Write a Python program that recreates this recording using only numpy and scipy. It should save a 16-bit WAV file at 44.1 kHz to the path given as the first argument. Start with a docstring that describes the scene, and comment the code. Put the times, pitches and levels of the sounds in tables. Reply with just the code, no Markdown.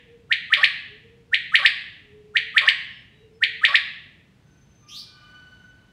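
"""A quail in a wicker cage, close to the microphone in a hard-walled room, gives four three-note calls.
Each note is a whistle that swells and flicks up an octave, with air rasping at the beak; a low growl
leads into the third. A soft, low hoot is heard between the calls. Further off, over the room's rumble,
come faint peeps of other birds, a rush from outside, thin squeals and a small bird's rising chirp."""
import sys
import numpy as np
from scipy import signal
from scipy.fft import rfft, irfft, next_fast_len
from scipy.io import wavfile
from scipy.ndimage import uniform_filter1d, minimum_filter1d, map_coordinates

SR = 44100
rng = np.random.default_rng(int(sys.argv[2]) if len(sys.argv) > 2 else 0)


def write(x):
    x = np.atleast_2d(x).T
    wavfile.write(sys.argv[1], SR, np.round(np.clip(x, -1, 1) * 32767).astype(np.int16))


N = 261070
LEAD = SR  # the room is already ringing a second before time zero
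TIME = np.arange(-LEAD, N) / SR

# Levels in the tables are relative, ahead of the mix.
# the room's rumble: frequency_hz, density_db
RUMBLE_SPECTRUM = [(20, -33), (35, -11), (55, -2.5), (125, 1.5), (180, -2), (250, -7.5), (350, -12.5),
                   (600, -20), (1200, -26), (2500, -26), (5000, -34), (8000, -39.5), (15000, -49.5)]
# soft, low hoots between the calls: start_s, end_s, first_hz, middle_hz, last_hz, level_db
HOOTS = [(-.12, 0.282, 478, 475, 437.4, -52), (0.817, 1.36, 400, 463, 460, -54.5),
         (2.017, 2.617, 410.4, 426, 449.5, -53.5), (3.118, 3.63, 431, 443, 437, -54.5)]
# whistled notes, three to a call: flick_s, level_db
NOTES = [(.3232, -9.5), (.5351, -6.5), (.6398, -5.5), (1.3418, -9), (1.5528, -5.5), (1.6579, -5),
         (2.3670, -9), (2.5775, -5.5), (2.6849, -5.5), (3.4347, -8.5), (3.6482, -6), (3.7523, -6)]
# the last note of the call before time zero: flick_s, level_db
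EARLIER_NOTE = (-.36, -6)
# a call's three notes, each leading in longer and lower than the last:
# lead_ms, lead_hz, lead_db, swell_db_per_ms, bend_ms, flick_ms, top_hz, roughness (share of the pitch)
NOTE_SHAPES = [(27.83, 1370, -26, 2, 2.4, 2.05, 4700, 0.017), (37, 1270, -27.5, 1.9, 2.7, 2.1, 4700, .02),
               (66, 1115, -28, 3.5, 4, 2.4, 5200, .035)]
# the whistle's harmonics: multiple, level_db
WHISTLE_HARMONICS = [(1, -0.5), (2, -32), (3, -45), (4, -53)]
# air at the beak: frequency_hz, density_db
RASP_SPECTRUM = [(900, -20.5), (2000, 1.5), (4300, 1.5), (5400, -7.5), (6200, 0), (6900, -7.5), (8200, 1),
                 (10000, -6), (11200, -21), (12800, -11), (15500, -19)]
# the growl, and the catch in the throat as it starts: from_flick_ms, pitch_hz, level_db
GROWL = [(-75, 560, -59), (-67.5, 610, -42), (-43, 570, -46.5), (-30.5, 720, -41.5), (-19.5, 790, -38.5),
         (-6, 820, -60.5)]
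CATCH = [(-74, 600, -55), (-65.5, 680, -33), (-53, 640, -50.5)]
# their harmonics: multiple, level_db
GROWL_HARMONICS = [(1, -2), (2, 7), (3, 0), (4, -0.5), (5, 0.5), (6, -6.5)]
CATCH_HARMONICS = [(1, -22.5), (2, -12.5), (3, -2.5), (4, 0), (5, 0.5), (6, -1.5), (7, -7)]
# reflections from cage, table and wall: delay_ms, signed_gain
REFLECTIONS = [(0.476, -0.17), (1.379, -0.11), (1.713, 0.063), (2.325, 0.034), (2.978, -0.39),
               (4.466, 0.15), (5.967, -0.22), (7.01, 0.135), (9.364, -0.2), (10.537, 0.072),
               (11.003, -0.25), (11.816, -0.098), (12.974, 0.013), (18.261, 0.025)]
# the room's ring: frequency_hz, t60_s
ROOM_DECAY = [(300, 0.81), (1200, 0.71), (2000, 0.68), (3000, 0.77), (4500, 0.62), (8000, 0.53),
              (14000, .24)]
# far birds' peeps: start_s, end_s, pitch_hz, level_db
PEEPS = [(2.86, 3.076, 5240, -69.5), (3.08, 3.308, 3870, -69.5), (3.19, 3.301, 2830, -69),
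         (3.33, 3.393, 5250, -72)]
# the rush from outside: frequency_hz, density_db
RUSH_SPECTRUM = [(200, -28), (600, 1.5), (1500, 3), (3000, -3.5), (4000, -2), (5500, -13.5), (8000, -17),
                 (11000, -25.5), (15000, -25.5)]
# its rise and fall: time_s, level_db
RUSH_LEVEL = [(3.9, -90), (4.4, -72.5), (4.9, -71.5), (5.3, -62), (5.92, -69.5)]
# distant squeals: start_s, end_s, pitch_hz, level_db, attack_s, release_s, harmonic_step_db
SQUEALS = [(4.42, 4.952, 6200, -68.5, .15, .07, -30), (4.43, 4.758, 1505, -69.5, 0.055, 0.19, -21),
           (4.801, 5.449, 1203, -61.5, 0.077, 0.18, -8), (5.06, 5.624, 1495, -53.5, 0.12, 0.11, -9),
           (5.52, 5.917, 1497, -56, 0.043, 0.11, -15.5), (5.518, 5.92, 6160, -74.5, 0.055, 0.21, -30)]
# the chirp's two voices: time_s, low_hz, low_db, high_hz, high_db
CHIRP = [(4.876, 2602, -73, 5210, -64), (4.889, 2776, -49, 5440, -40), (4.925, 3364, -40.5, 5950, -50),
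         (4.95, 3755, -37.5, 6200, -46), (4.966, 4450, -34, 6335, -65), (4.997, 4696, -36, 6290, -69),
         (5.019, 4400, -56.5, 6200, -80)]
# the lower voice's harmonics: multiple, level_db
CHIRP_HARMONICS = [(1, -0.5), (2, -21.5), (3, -22), (4, -28.5)]


def amp(db):
    """Decibels to gain."""
    return 10 ** (np.asarray(db) / 20)


def along(points, hz):
    """Read (Hz, value) points on a log frequency axis."""
    knots_hz, values = np.transpose(points)
    return np.interp(np.log(hz + 1), np.log(knots_hz + 1), values)


def wobble(rate, size):
    """A smooth random curve, rate knots a second."""
    knots = rng.standard_normal(int(size * rate / SR) + 4)
    return map_coordinates(knots, [np.arange(size) * rate / SR])


def filtered(x, response):
    """Filter x by a gain given as a function of Hz."""
    size = next_fast_len(len(x) + 8192)
    return irfft(rfft(x, size) * response(np.fft.rfftfreq(size, 1 / SR)), size)[:len(x)]


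def noise(spectrum):
    """Coloured noise of rms 1."""
    x = filtered(rng.standard_normal(len(TIME)), lambda hz: amp(along(spectrum, hz)))
    return x / np.sqrt(np.mean(x ** 2) + 1e-20)


def add_tone(track, s, hz, db, harmonics=((1, 0),), jitter=0, rate=100):
    """Add a tone that follows a pitch and a level; its pitch trembles by the share jitter."""
    span = (TIME >= s[0]) & (TIME <= s[-1])
    t = TIME[span]
    tremble = np.interp(t, s, jitter * np.ones(len(s))) * wobble(rate, len(t))
    pitch = np.interp(t, s, hz) * (1 + tremble)
    phase = 2 * np.pi * np.cumsum(pitch) / SR
    wave = sum(amp(level) * np.sin(k * phase) * (k * pitch < SR / 2) for k, level in harmonics)
    track[span] += np.sqrt(2) * amp(np.interp(t, s, db)) * wave


def swell(start, end, attack_s, release_s, edge_db=-13.5):
    """Attack, hold and release of a soft tone: times in s, levels in dB."""
    s = np.linspace(start, end, num=64)
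    fade = np.maximum(1 - (s - start) / attack_s, 1 - (end - s) / release_s)
    return s, edge_db * np.maximum(0, fade)


def rumble():
    """Room tone: a low, steady rumble around the microphone."""
    return amp(-56.5) * noise(RUMBLE_SPECTRUM)


def hoots():
    """Soft, low, slightly hoarse hoots between the calls; each glides slowly and wavers in strength."""
    out = np.zeros(len(TIME))
    for start, end, *glide_hz, db in HOOTS:
        s, level = swell(start, end, attack_s=.11, release_s=.19)
        hz = np.interp(s, [start, (start + end) / 2, end], glide_hz)
        add_tone(out, s, hz, db + level, jitter=.025, rate=54)
    return out * amp(1.3 * wobble(18, len(TIME)))


def whistle(flick_s, db, shape):
    """A note holds a quiet low pitch, bends up as it swells, flicks roughly to its top and gives out."""
    lead_ms, lead_hz, lead_db, swell_db_per_ms, bend_ms, flick_ms, top_hz, roughness = shape
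    body_hz, flick_hz, knee = 1879, 252, 5.9
    bend_at_ms, full_at_ms, release_db_per_ms = -12.62, -6.57, 9.5
    ms = np.linspace(-lead_ms, 5 * flick_ms, num=400)  # zero at the flick
    bend = 1 / (1 + np.exp(-(ms - bend_at_ms) / bend_ms))
    low_hz = lead_hz * (1 + .018 * rng.standard_normal())
    hz = low_hz + (body_hz - low_hz) * bend + flick_hz * np.exp(ms / flick_ms)
    hz /= (1 + (hz / top_hz) ** knee) ** (1 / knee)  # levels off at the top pitch
    onset_db = -20 * np.maximum(0, 1 - (ms + lead_ms) / 8)  # fades in over 8 ms
    body_db = np.interp(ms, [-flick_ms, 0], [-1.4, 1.2])
    swell_db = swell_db_per_ms * np.minimum(0, ms - full_at_ms)
    release_db = release_db_per_ms * np.maximum(0, ms - 2.01 * flick_ms)
    level = onset_db + np.maximum(lead_db, body_db + swell_db) - release_db
    # clean body, unsteady lead-in, rough flick
    tremble = .006 + .021 * (1 - bend) + roughness * np.clip(ms / flick_ms, 0, 1)
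    out = np.zeros(len(TIME))
    add_tone(out, flick_s + ms / 1000, hz, db + level - 4, WHISTLE_HARMONICS, jitter=tremble, rate=1800)
    return out


def beak_air(note, flick_s, db):
    """Strength of the rasp: it grows as the bird pushes harder, with a puff at the top of the flick."""
    push = np.abs(uniform_filter1d(note ** 2, size=64)) ** .3
    from_puff_ms = (TIME - flick_s) * 1000 - 2.5
    puff = np.maximum(0, 1 - np.abs(from_puff_ms) / 4) ** 2
    return amp(1.4 * db) * (push + amp(5.5 + db) * puff)


def growl(flick_s):
    """The throat catches and a low, rough growl leads up to the flick."""
    out = np.zeros(len(TIME))
    ms, hz, db = np.transpose(GROWL)
    add_tone(out, flick_s + ms / 1000, hz, db - 2, GROWL_HARMONICS, jitter=.1, rate=450)
    ms, hz, db = np.transpose(CATCH)
    add_tone(out, flick_s + ms / 1000, hz, db, CATCH_HARMONICS, jitter=.09, rate=600)
    return out


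def quail_calls():
    """The caged quail: three breathy whistles to a call, growling into the third."""
    voice, airflow = np.zeros((2, len(TIME)))
    for index, (flick_s, db) in enumerate([EARLIER_NOTE, *NOTES], start=-1):
        place = index % 3
        note = whistle(flick_s, db, NOTE_SHAPES[place])
        if place == 2:
            note += growl(flick_s)
        voice += note
        airflow += beak_air(note, flick_s, db)
    return voice + amp(-31.5) * airflow * noise(RASP_SPECTRUM)


def near_walls(x):
    """Close reflections reach the microphone behind the direct sound and make the flick stutter."""
    ms, gain = np.transpose(REFLECTIONS)
    pad = 16  # samples of room for the sinc pulses
    delays = np.append(0, ms)[:, None] * SR / 1000
    pulses = np.sinc(np.arange(SR // 40) - pad - delays)
    return signal.fftconvolve(x, np.append(1, gain) @ pulses)[pad:][:len(x)]


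def room(x, gap_s, build_s, early_db=3, early_s=.02):
    """The hard walls' diffuse tail builds up after a gap, strongest at first; the treble dies soonest."""
    hz, t, spectra = signal.stft(rng.standard_normal(SR), SR, nperseg=256)
    decay = amp(-60 * t / along(ROOM_DECAY, hz)[:, None])
    tail = signal.istft(spectra * decay, SR, nperseg=256)[1]
    age = np.maximum(np.arange(len(tail)) / SR - gap_s, 0)
    tail *= (1 - np.exp(-age / build_s)) * amp(early_db * np.exp(-age / early_s))
    return signal.fftconvolve(x, tail / np.linalg.norm(tail))[:len(x)]


def peeps():
    """Other birds, far off: each thin peep swells and fades on one pitch."""
    out = np.zeros(len(TIME))
    for start, end, hz, db in PEEPS:
        s = np.linspace(start, end, num=4)
        add_tone(out, s, np.full(4, hz), db + np.array([-14, 0, 0, -14]), jitter=.002)
    return out


def outside_rush():
    """A faint rush from outside rises after the last call."""
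    return amp(np.interp(TIME, *np.transpose(RUSH_LEVEL))) * noise(RUSH_SPECTRUM)


def squeals(waver_hz=13):
    """Thin squeals, far from the microphone, waver in pitch and strength."""
    out = np.zeros(len(TIME))
    for start, end, hz, db, attack_s, release_s, step_db in SQUEALS:
        s, level = swell(start, end, attack_s, release_s)
        harmonics = [(k + 1, k * step_db) for k in range(4)]
        add_tone(out, s, np.full(len(s), hz), db + level, harmonics, jitter=waver_hz / hz, rate=110)
    return out * amp(1.1 * wobble(14, len(TIME)))


def chirp():
    """A small bird's harsh rising chirp at a distance, both sides of the syrinx sounding."""
    out = np.zeros(len(TIME))
    s, low_hz, low_db, high_hz, high_db = np.transpose(CHIRP)
    add_tone(out, s, low_hz, low_db - 1.5, CHIRP_HARMONICS, jitter=.085, rate=1100)
    add_tone(out, s, high_hz, high_db, [(1, -3.5), (2, -23)], jitter=.066, rate=1400)
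    return out


def scene():
    """One microphone near the cage; the chirp and the squeals reach it mostly through the room."""
    quail = quail_calls()
    close = near_walls(quail) + amp(-6) * room(quail, gap_s=.0088, build_s=.0011, early_db=8)
    far = amp(-2) * chirp() + amp(-.15) * squeals()
    far_tail = room(far, gap_s=.0034, build_s=.0031, early_db=7, early_s=.031)
    distant = amp(-2.5) * far + amp(-.5) * far_tail
    ambience = rumble() + outside_rush()
    hoot = hoots()
    soft = amp(-3) * hoot + amp(-7) * room(hoot, gap_s=.0049, build_s=.0062) + peeps()
    return (close + soft + distant + ambience)[None, LEAD:]


def record(dry, ceiling=.92, top_hz=15750):
    """A limiter after the microphone ducks the tallest peaks; nothing is kept above the band limit."""
    needed = np.minimum(1, ceiling / (np.abs(dry[0]) + 1e-9))
    gain = uniform_filter1d(minimum_filter1d(needed, size=200), size=100)
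    return filtered(dry[0] * gain, lambda hz: hz < top_hz)[None]


dry = scene()
out = record(dry)
write(out)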